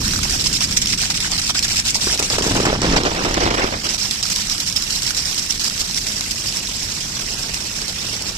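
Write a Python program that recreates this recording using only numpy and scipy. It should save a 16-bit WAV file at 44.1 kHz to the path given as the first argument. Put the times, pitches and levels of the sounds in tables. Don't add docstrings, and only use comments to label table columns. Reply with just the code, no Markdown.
import sys
import numpy as np
from scipy import signal
from scipy.io import wavfile
from scipy.ndimage import uniform_filter1d

SR = 44100
rng = np.random.default_rng(int(sys.argv[2]) if len(sys.argv) > 2 else 0)


def master(y):
    cut = np.clip(np.atleast_2d(y).T, -1, 1)
    pcm = np.round(cut * 32767)
    wavfile.write(sys.argv[1], SR, pcm.astype(np.int16))


def gain_from_decibels(decibels):
    exponent = np.asarray(decibels, float) / 20
    return 10 ** exponent


N = 369116
TIME = np.arange(N) / SR

# time in seconds, low roar in dB, left over right in
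# dB, brightness of the top in dB.
WEATHER = [(0.0, -20.5, -8, 5.5), (1.28, -27.5, -5, -0.9), (2.26, -28.5, -3.5, 1.5), (2.56, -18, -3.5, -2),
           (2.8, -23, -6.5, -8.5), (2.91, -14, -5.5, -10), (3.1, -25.5, -7.5, -4), (3.47, -21, -9, -6.5),
           (3.82, -28.5, -8, -2), (4.08, -30.5, -8, 4), (6.15, -31, -7, 5), (8.37, -30.5, -8, 1.5)]
# time in seconds, share that lands on the hollow thing (0-1),
# lag of the left port in samples.
AIM = [
    (0, 0, 2.5),
    (1.9, 0, 5),
    (2.08, 0.55, 3),
    (3.85, 0.25, 15.5),
    (4.0, 0.02, 6.5),
    (4.6, 0, -8.5),
    (8.37, 0.6, -10.5),
]


def evened(x):
    return x / np.sqrt(np.mean(x ** 2) + 1e-20)


def curve(rows, column):
    rows = np.asarray(rows)
    return np.interp(TIME, rows[:, 0], rows[:, column])


def colour(x, points):
    hz, db = np.transpose(points)
    bins_hz = abs(np.fft.fftfreq(8192, 1 / SR)) + 1
    gain_db = np.interp(np.log(bins_hz), np.log(hz), np.maximum(db, -100))
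    log_gain = np.log(gain_from_decibels(gain_db))
    taps = np.fft.ifft(np.exp(np.conj(signal.hilbert(log_gain)))).real[:4096]
    taps = taps.reshape((1,) * (x.ndim - 1) + (-1,))
    return signal.oaconvolve(x, taps, axes=-1)[..., :N]


def drops(per_s, size_db, spread):
    chance, sign, place = rng.random((3, N))
    size = gain_from_decibels(size_db * np.minimum(rng.exponential(1, N), 3.2))
    clicks = size * np.sign(sign - 0.5) * (chance < per_s / SR)
    lag = np.round(curve(AIM, column=2) + spread * (2 * place - 1)).astype(int)
    left = np.bincount(np.clip(np.arange(N) + lag, 0, N - 1), clicks, N)
    return evened(np.array([left, clicks]))


def scatter(x, t60, wet_db, same):
    keep = gain_from_decibels(-120 / (t60 * SR))
    puff = np.sqrt(signal.lfilter([1 - keep], [1, -keep], x ** 2))
    common, left, right = rng.standard_normal((3, N))
    same = np.clip(same, 0, 1)
    lag = np.round(curve(AIM, column=2)).astype(int)
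    late = common[np.clip(np.arange(N) - lag, 0, N - 1)]
    noise = same * np.array([late, common]) + np.sqrt(1 - same ** 2) * np.array([left, right])
    return evened(x + gain_from_decibels(wet_db) * puff * noise)


def patchy(x, patch_db):
    z = signal.stft(x, nperseg=512, noverlap=384)[2]
    field = rng.standard_normal(z.shape[1:])
    field = uniform_filter1d(field, size=7, axis=0)
    field = evened(uniform_filter1d(field, size=4, axis=1))
    return signal.istft(z * gain_from_decibels(patch_db * field), nperseg=512, noverlap=384)[1][:, :N]


def brighten(x):
    top = signal.sosfilt(signal.butter(1, [5800, 17000], "band", fs=SR, output="sos"), x)
    return x + (gain_from_decibels(curve(WEATHER, column=3)) - 1) * top


def rumble():
    # frequency in Hz, level in dB per Hz.
    roar_spectrum = [(12, -82), (22, 3), (38, 5.5), (130, 0.5), (215, 0.5), (468, -17), (900, -42),
                     (1170, -28), (1980, -120)]
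    same, left, right = rng.standard_normal((3, N))
    both = same + 0.16 * np.array([left, right])
    return gain_from_decibels(curve(WEATHER, column=1) - 4.0) * evened(colour(both, roar_spectrum))


def rain():
    # frequency in Hz, level in dB per Hz.
    leaf_spectrum = [(200, -13), (500, -14.5), (1200, -14), (2500, -8.5), (5000, -8), (9000, -4),
                     (15000, -6.5)]
    calm_db, rain_db, follows = -28.5, -18.5, 0.28
    patter = scatter(drops(7000, size_db=6.5, spread=20), t60=0.054, wet_db=7.5, same=0.15)
    level_db = rain_db + follows * (curve(WEATHER, column=1) - calm_db) + 2.5
    return gain_from_decibels(level_db) * colour(patter, leaf_spectrum)


def slugs():
    # start in seconds, spray in dB, length in ms, body in dB.
    near_slugs = [(.04, -26.5, 59, -25), (.109, -23.5, 52, -33), (.23, -23.5, 32, -24),
                  (0.294, -19.5, 80, -29), (.388, -20, 42, -42), (.439, -17, 43, -38), (.527, -19, 55, -42),
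                  (0.605, -15.5, 50, -27.5), (0.71, -18, 28, -50), (.765, -12, 19, -50),
                  (0.816, -15, 13, -45), (.87, -16, 49, -45), (.923, -14, 20, -22), (0.977, -16, 58, -48),
                  (1.016, -18.5, 62, -26.5), (1.1, -10.5, 11, -22), (1.141, -17.5, 40, -48),
                  (1.201, -18, 88, -27.5), (1.304, -19.5, 74, -29.5), (1.378, -14, 21.5, -22.5),
                  (1.415, -17.5, 110, -47), (1.494, -14, 14, -18), (1.545, -17, 53, -24),
                  (1.625, -12.5, 36, -31.5), (1.679, -18, 84, -31), (1.758, -14, 50, -41),
                  (1.85, -15.5, 69, -31), (1.944, -15.5, 30, -29.5), (2.007, -17, 125, -30.5),
                  (2.104, -17.5, 57, -27)]
    # start in seconds, body in dB, length in ms, spray in dB.
    hollow_slugs = [(2.191, -18, 8.1, -12.5), (2.226, -33, 47, -19.5), (2.302, -22, 69, -17),
                    (2.382, -13.5, 4.4, -9), (2.42, -17.5, 67, -17.5), (2.493, -16.5, 32, -18),
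                    (2.549, -14.5, 34, -15.5), (2.598, -17.5, 44, -19.5), (2.652, -8, 9.9, -13),
                    (2.682, -18, 98, -32), (2.815, -17, 64, -22), (2.845, -17.5, 100, -25),
                    (2.926, -13.5, 34, -30), (2.961, -8.5, 25, -14.5), (3.002, -17, 13, -28),
                    (3.05, -10.5, 22, -19), (3.106, -16.5, 200, -35), (3.233, -18, 28, -18),
                    (3.278, -18, 67, -34), (3.339, -14, 12, -26), (3.366, -14, 18, -21),
                    (3.402, -13, 48, -21), (3.457, -13, 30, -32), (3.503, -8.5, 9, -20),
                    (3.538, -8.5, 11, -25), (3.572, -13.5, 88, -27), (3.638, -19, 63, -38),
                    (3.722, -17.5, 31, -41), (3.839, -19.5, 38, -18), (3.888, -26.5, 72, -19.5)]
    # start in seconds, spray in dB, length in ms.
    far_slugs = [(3.981, -22, 110), (4.11, -21.5, 36), (4.228, -23, 44), (4.298, -19.5, 38),
                 (4.35, -22.5, 92), (4.501, -24, 58), (4.6, -16.5, 5.2), (4.663, -20.5, 26),
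                 (4.759, -18.5, 22), (4.899, -23.5, 103), (5.017, -20.5, 20), (5.065, -20.5, 60),
                 (5.167, -17.5, 32), (5.249, -23, 99), (5.377, -18, 21), (5.498, -22, 32),
                 (5.594, -19.5, 22), (5.637, -19.5, 53), (5.794, -16.5, 28), (5.957, -21, 35),
                 (6.066, -22, 28), (6.157, -24.5, 27), (6.307, -24, 13), (6.457, -22, 41), (6.561, -21, 22),
                 (7.423, -31, 44), (7.534, -25.5, 49), (7.816, -24, 7.8), (7.88, -22, 20),
                 (8.052, -29, 100)]
    # time in seconds, level in dB.
    dribble_level = [
        (0, -49),
        (2.3, -41),
        (2.7, -56),
        (3.8, -50),
        (4.1, -29.5),
        (5.7, -33),
        (6.2, -30),
        (8.37, -26),
    ]
    near = np.array(near_slugs)[:, [0, 1, 3, 2]]
    hollow = np.array(hollow_slugs)[:, [0, 3, 1, 2]]
    s, spray_db, ms = np.transpose(far_slugs)
    plop_db = -15.5 + 1.5 * np.log2(ms / 10)
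    far = np.transpose([s, spray_db, spray_db + plop_db, ms])

    gap, size, body, length = rng.standard_normal((400, 4)).T
    s = np.cumsum(np.exp(0.5 * gap)) / 26
    level_db = np.interp(s, *np.transpose(dribble_level))
    spray_db = level_db + 2.5 * np.clip(size, -2, 0.2)
    body_db = level_db - 7.5 + 1.5 * body
    small = np.transpose([s, spray_db, body_db, 22 * np.exp(0.5 * length)])
    return np.vstack([near, hollow, far, small[s < N / SR]])


def flow(rows, column, rise, fall):
    hold_share, lump_db, lump_ms = 0.84, 1.22, 13
    power, t = np.zeros(N), np.arange(8000) / SR
    for row in rows:
        after_hold = np.maximum(t - row[3] * hold_share / 1000, 0)
        shape = (1 - np.exp(-t / rise)) * np.exp(-after_hold / fall)
        part = power[round(row[0] * SR):][:len(t)]
        part += gain_from_decibels(2 * row[column]) * shape[:len(part)]
    width = round(lump_ms * SR / 1000)
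    lumps = uniform_filter1d(rng.standard_normal(N), width)
    lumps = evened(uniform_filter1d(lumps, width))
    return np.sqrt(power) * gain_from_decibels(lump_db * np.clip(lumps, -3, 1.5))


def breaks():
    # end in seconds, length in ms, depth in dB.
    gaps = [(0.976, 14, -6), (1.547, 27, -3), (2.177, 15, -2), (2.225, 9.3, -2), (2.422, 7.5, -4),
            (2.816, 41, -3), (3.035, 20, -3), (3.37, 12, -5), (3.504, 13, -5), (3.979, 12, -7),
            (4.228, 15, -6), (4.299, 8.3, -4), (4.76, 25, -3), (5.148, 27, -3), (5.595, 16, -6),
            (7.025, 18, -1)]
    db = np.zeros(N)
    for end, ms, depth_db in gaps:
        sink = np.clip((TIME - end + ms / 1000) / 0.004, 0, 1)
        db += depth_db * sink * (TIME < end)
    return gain_from_decibels(db)


def drumming(rows):
    # frequency in Hz, level in dB per Hz.
    drum_spectrum = [(30, -5), (120, -14), (330, -1.3), (600, -4.5), (1000, -8), (2000, -12.5),
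                     (4000, -17.5), (8000, -51)]
    # time in seconds, peak in dB, pitch in Hz.
    blows = [(2.071, -11.5, 388), (2.199, -13, 456), (2.2256, -15, 446), (2.3297, -15.5, 500.0),
             (2.3848, -9, 670.0), (2.4097, -10.5, 406), (2.425, -18, 585), (2.4574, -18, 440),
             (2.4661, -11, 370.0), (2.48, -13, 476), (2.4966, -15, 267), (2.511, -9, 260.0),
             (2.564, -8, 340.0), (2.5824, -17, 406), (2.592, -13, 430.0), (2.6021, -6, 430.0),
             (2.6328, -14, 420.0), (2.6439, -16, 398), (2.6589, -15, 540), (2.6677, -9, 350.0),
             (2.6842, -12, 350.0), (2.7028, -14, 450.0), (2.729, -5, 600), (2.7604, -19, 566),
             (2.7915, -16, 290.0), (2.819, -10, 350.0), (2.8352, -14, 650.0), (2.845, -12, 500.0),
             (2.8552, -10, 550.0), (2.8688, -19, 350.0), (2.8836, -12, 294), (2.8934, -13, 300.0),
             (2.915, -9.5, 322), (2.9265, -16, 290.0), (2.933, -14, 260.0), (2.9454, -20, 280.0),
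             (2.9613, -7, 334), (2.9848, -16, 330.0), (3.004, -16, 490.0), (3.036, -13, 330.0),
             (3.0447, -15, 440.0), (3.053, -11, 493), (3.061, -14, 465), (3.0813, -15, 350.0),
             (3.15, -17, 443), (3.2063, -15, 390.0), (3.242, -13, 288), (3.3098, -14, 310.0),
             (3.3718, -7.5, 350.0), (3.404, -16, 330.0), (3.4113, -14, 370.0), (3.4339, -11, 356),
             (3.4632, -11.5, 348), (3.4775, -13, 620.0), (3.5097, -12, 470.0), (3.5442, -15.5, 370.0),
             (3.5874, -14, 400.0), (3.596, -9.5, 630.0), (3.643, -5.5, 366), (3.652, -14, 462)]
    knocks = scatter(drops(420, size_db=-1.0, spread=6.5), t60=0.02, wet_db=7.0, same=0.9)
    knocks = patchy(evened(colour(knocks, drum_spectrum)), patch_db=-0.5)
    share = np.clip(curve(AIM, column=1), 0, 1)
    out = gain_from_decibels(-2.5) * knocks * flow(rows, column=2, rise=0.0007, fall=0.012) * np.sqrt(share)
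    t = np.arange(1500) / SR
    for s, db, hz in blows:
        ring = np.sin(2 * np.pi * hz * t) * np.exp(-t * hz / 0.82)
        overtone = 0.5 * np.sin(2 * np.pi * (1.97 * hz + 300) * t) * np.exp(-t / 0.0012)
        crack = 0.31 * rng.standard_normal(len(t)) * np.exp(-t / 0.0009)
        blow = gain_from_decibels(db + 3.0) * (ring + overtone + crack)
        at = round(s * SR)
        out[0, at + 9:][:1500] += blow
        out[1, at:][:1500] += blow
    return out


def bubble(hz, cycles):
    t = np.arange(1200) / SR
    tone = np.sin(2 * np.pi * hz * t * (1 + 4 * t))
    return tone * np.exp(-t * hz / cycles) * (1 - np.exp(-t / 0.00024))


def plops(rows):
    # time in seconds,
    # peak in dB, pitch in Hz.
    gulps = [(0.017, -20.5, 1220), (0.045, -23, 1480), (0.135, -14, 1490), (0.159, -16, 1430),
             (0.19, -17, 1250), (0.231, -25, 1420), (0.352, -25, 736), (0.462, -21, 1000),
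             (0.538, -23, 1490), (0.614, -21, 1250), (0.928, -26, 1690), (0.993, -21, 1520),
             (1.018, -34, 1660), (1.035, -15.5, 1490), (1.104, -21, 1490), (1.246, -13.5, 1650),
             (1.275, -27, 800), (1.32, -24, 980), (1.358, -31, 760), (1.383, -28, 1430), (1.498, -24, 706),
             (1.55, -16.5, 1420), (1.575, -34, 800), (1.79, -26, 750), (1.955, -17, 861),
             (2.075, -15, 1490), (2.099, -12.5, 1650), (2.131, -24, 1360),
             (4.228, -25, 1220), (4.255, -24, 1230), (4.298, -25, 1960), (4.416, -23, 2000),
                 (4.493, -29, 1810), (4.586, -31, 1830), (4.668, -28, 1950), (5.056, -19, 1940),
                 (5.107, -15.5, 1450), (5.267, -26, 2000), (5.504, -25, 1410), (5.605, -26, 1800),
                 (5.68, -28, 1600), (5.71, -26, 1370), (5.768, -33, 1730), (5.899, -27, 864),
                 (6.344, -35, 606), (6.369, -24, 1960), (6.457, -33, 848), (6.563, -30, 1930),
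                 (6.69, -30, 1010), (6.864, -27, 1700), (7.17, -24, 1550), (7.199, -29, 1460),
                 (7.277, -20, 1990), (7.444, -26, 1550), (7.535, -29, 1980), (7.609, -27, 1980),
                 (7.789, -23, 1600), (7.86, -30, 1800)]
    # time in seconds, peak in dB, pitch in Hz.
    blips = [(6.259, -29, 2700), (6.308, -31, 3300), (6.381, -24, 2770.0), (6.421, -22, 3200),
             (6.527, -27, 2990.0), (6.604, -23, 2800), (6.674, -19, 3570), (6.823, -29, 2450.0),
             (7.004, -25, 3080.0), (7.168, -26, 3340.0), (7.215, -27, 3120.0), (7.286, -24, 2720.0),
             (7.321, -24, 2720), (7.387, -25, 2500.0), (7.542, -28, 2750.0), (7.669, -26, 2740),
             (7.711, -24, 2570), (7.882, -32, 3120), (8.061, -28, 2620.0), (8.09, -24, 2670.0)]
    out = np.zeros((2, N))
    for hz in (730, 980, 1250, 1490, 1786, 2085, 2284, 2600, 2890):
        ring = bubble(hz, cycles=hz / 380)
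        ring = ring[None] / np.linalg.norm(ring)
        out += signal.oaconvolve(drops(50, size_db=2.0, spread=15.0), ring, axes=1)[:, :N]
    on_ground = np.clip(1 - curve(AIM, column=1), 0, 1)
    out = gain_from_decibels(-6.5) * evened(out) * flow(rows, column=2, rise=0.00068, fall=0.0018) * on_ground ** 2
    for s, db, hz in gulps:
        at = round(s * SR)
        out[0, at + 12:][:1200] += gain_from_decibels(db - 9) * bubble(hz, cycles=1.4)
        out[1, at:][:1200] += gain_from_decibels(db + 6.0) * bubble(hz, cycles=2.1)
    for s, db, hz in blips:
        out[:, round(s * SR):][:, :1200] += gain_from_decibels(db + 0.5) * bubble(hz, cycles=11.0)
    return out


def fizz(per_s, size_db, spread, t60, wet_db):
    out = 1.26 * scatter(drops(per_s, size_db, spread), t60, wet_db, same=1.0)
    for hz in np.geomspace(900, 12000, num=6):
        band = signal.butter(1, [hz / 1.2, hz * 1.34], "band", fs=SR, output="sos")
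        droplets = drops(per_s * hz / 12000, size_db, spread)
        out += signal.sosfilt(band, scatter(droplets, t60, wet_db, same=0.099))
    return evened(out)


def spray(rows):
    # frequency in Hz, level in dB per Hz.
    spray_spectrum = [(200, -21), (600, -58), (1200, -18.5), (2500, -2.5), (5000, 0.8), (9000, 2.5),
                      (15000, 0.5)]
    # time in seconds, peak in dB.
    near_slaps = [(0.0795, -4), (0.1087, -8), (0.1351, -7), (0.162, -9), (0.1895, -10), (0.232, -3),
                  (0.3012, -10), (0.3243, -5), (0.4105, -7), (0.4419, -9), (0.5297, -7), (0.607, -6),
                  (0.6848, -22), (0.7108, -14), (0.7257, -5), (0.772, -1), (0.818, -6), (0.8583, -1),
                  (0.8719, -2), (0.929, -7), (0.976, -10), (1.017, 0), (1.056, -6), (1.1036, -6),
                  (1.1458, -11), (1.2043, 0), (1.2451, -19), (1.3175, 1), (1.3818, -13), (1.4661, -11),
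                  (1.4965, -8), (1.5474, -7), (1.5918, 5), (1.627, -4), (1.7203, -10), (1.7586, -4),
                  (1.8432, -20), (1.8532, -3), (1.9445, -17), (2.0083, -10), (2.055, -10)]
    # time in seconds, peak in dB.
    hollow_slaps = [(2.1756, -3), (2.1944, -8), (2.226, -2), (2.3005, -1), (2.3843, -11), (2.4222, -3),
                    (2.4681, -15), (2.5095, -9), (2.5474, -6), (2.5983, -14), (2.6432, -16), (2.6574, -9),
                    (2.7465, -16), (2.7904, -26), (2.8176, 1), (2.8542, -7), (2.9261, -1), (2.962, -4),
                    (3.0343, -2), (3.0513, -8), (3.1057, -16), (3.1491, -7), (3.2384, -13), (3.2907, -12),
                    (3.3105, -8), (3.3424, 1), (3.3711, -11), (3.4075, -14), (3.456, -8), (3.5048, -13),
                    (3.5387, -12), (3.5955, -6), (3.6404, -17), (3.7218, -27), (3.8355, -11), (3.845, -9),
                    (3.8909, -13)]
    # time in seconds, peak in dB.
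    far_slaps = [(3.8914, -7), (3.98, -16), (4.0151, -14), (4.1103, -4), (4.2106, -17), (4.2275, 0),
                 (4.256, -12), (4.301, -8), (4.3615, -2), (4.47, -8), (4.498, -2.5), (4.5808, -6),
                 (4.6004, -10), (4.6701, -12), (4.6994, -7), (4.726, -6), (4.7614, -10), (4.823, -2.5),
                 (4.9066, -3), (4.961, -8), (5.0198, -11), (5.0664, -17), (5.106, -6), (5.1473, -5),
                 (5.1739, -16), (5.2557, -6), (5.3126, -9), (5.345, -7), (5.379, -18), (5.396, -7),
                 (5.4634, -12), (5.5077, 0.5), (5.596, -14), (5.6442, -4), (5.6986, -6), (5.7776, -11),
                 (5.797, -11), (5.8549, -18), (5.9108, -9.5), (5.9456, -7), (6.045, -19), (6.0688, -8),
                 (6.1197, -10), (6.1647, -10), (6.209, -2), (6.31, -7), (6.46, -14), (6.5243, -9),
                 (6.5608, -15), (6.671, -10), (6.7653, -16), (6.8317, -11), (7.3889, -16), (7.4253, -27),
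                 (7.5435, -5), (7.6693, -10), (7.817, -9), (7.8804, -10), (8.0673, -8), (8.222, -5)]
    crackle = fizz(2200, size_db=4.0, spread=10.5, t60=0.012, wet_db=0.0)
    crackle *= flow(rows, column=1, rise=0.0009, fall=0.0043)
    slaps, t = np.zeros((2, N)), np.arange(600) / SR
    shape = np.exp(-t / 0.0005) + 0.4 * np.exp(-t / 0.004)
    for s, db in near_slaps + hollow_slaps + far_slaps:
        burst = rng.standard_normal((2, 600)) * shape
        burst = burst + 0.14 * burst[::-1]
        slaps[:, round(s * SR):][:, :600] += gain_from_decibels(db - 5.5) * burst
    slaps = signal.sosfilt(signal.butter(1, 2600, "high", fs=SR, output="sos"), slaps)
    return gain_from_decibels(1.2) * colour(gain_from_decibels(-0.96) * crackle + slaps, spray_spectrum)


def scene():
    rows = slugs()
    lean = gain_from_decibels(np.outer([0.5, -0.5], curve(WEATHER, column=2) + 6.98))
    water = patchy(brighten(spray(rows) + rain()), patch_db=2.5) * lean * breaks()
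    return water + plops(rows) + drumming(rows) + rumble()


def gate(x):
    below_db, depth_db = -4.3, -18
    hz, _, z = signal.stft(x, SR, nperseg=1024, noverlap=768)
    power = uniform_filter1d((abs(z) ** 2).sum(axis=0), size=6, axis=1)
    power = power / (power.mean(axis=1, keepdims=True) + 1e-20)
    neighbours = uniform_filter1d(power, size=40, axis=0)
    weak = uniform_filter1d(power, size=4, axis=0) < gain_from_decibels(2 * below_db) * neighbours
    weak &= (((hz > 1600) & (hz < 4200)) | (hz > 9000))[:, None]
    shut = uniform_filter1d(weak * 1.0, size=3, axis=0)
    shut = np.clip(3 * uniform_filter1d(shut, size=5, axis=1), 0, 1)
    return signal.istft(z * gain_from_decibels(depth_db * shut), SR, nperseg=1024, noverlap=768)[1][:, :N]


def band_limit(x):
    return signal.sosfilt(signal.butter(12, 15430, fs=SR, output="sos"), x)


def record(dry):
    # frequency in Hz, gain in dB.
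    left_port = [(300, -0.2), (1500, 0), (3000, -2), (5500, -5), (6500, -3), (7600, -0.5), (8500, -7.5),
                 (10000, -14.5), (13000, -20.5), (15000, -51)]
    # frequency in Hz, gain in dB.
    right_port = [(300, -0.3), (1500, 2), (3300, 2), (4400, 4.5), (5000, 7), (5400, 9), (5800, 6.5),
                  (6400, -0.5), (7500, -9.5), (9300, -20.5), (12000, -17.5), (15000, -15.5)]
    edge_hz, ceiling = 14400, 0.98
    ports = np.array([colour(dry[0], left_port), colour(dry[1], right_port)])
    ports = ceiling * np.tanh(ports / ceiling)
    low_pass = signal.firwin(511, edge_hz, window=("kaiser", 9), fs=SR)
    ports = signal.oaconvolve(ports, low_pass[None], "same")
    return band_limit(gate(ports))


dry = scene()
out = record(dry)
master(out)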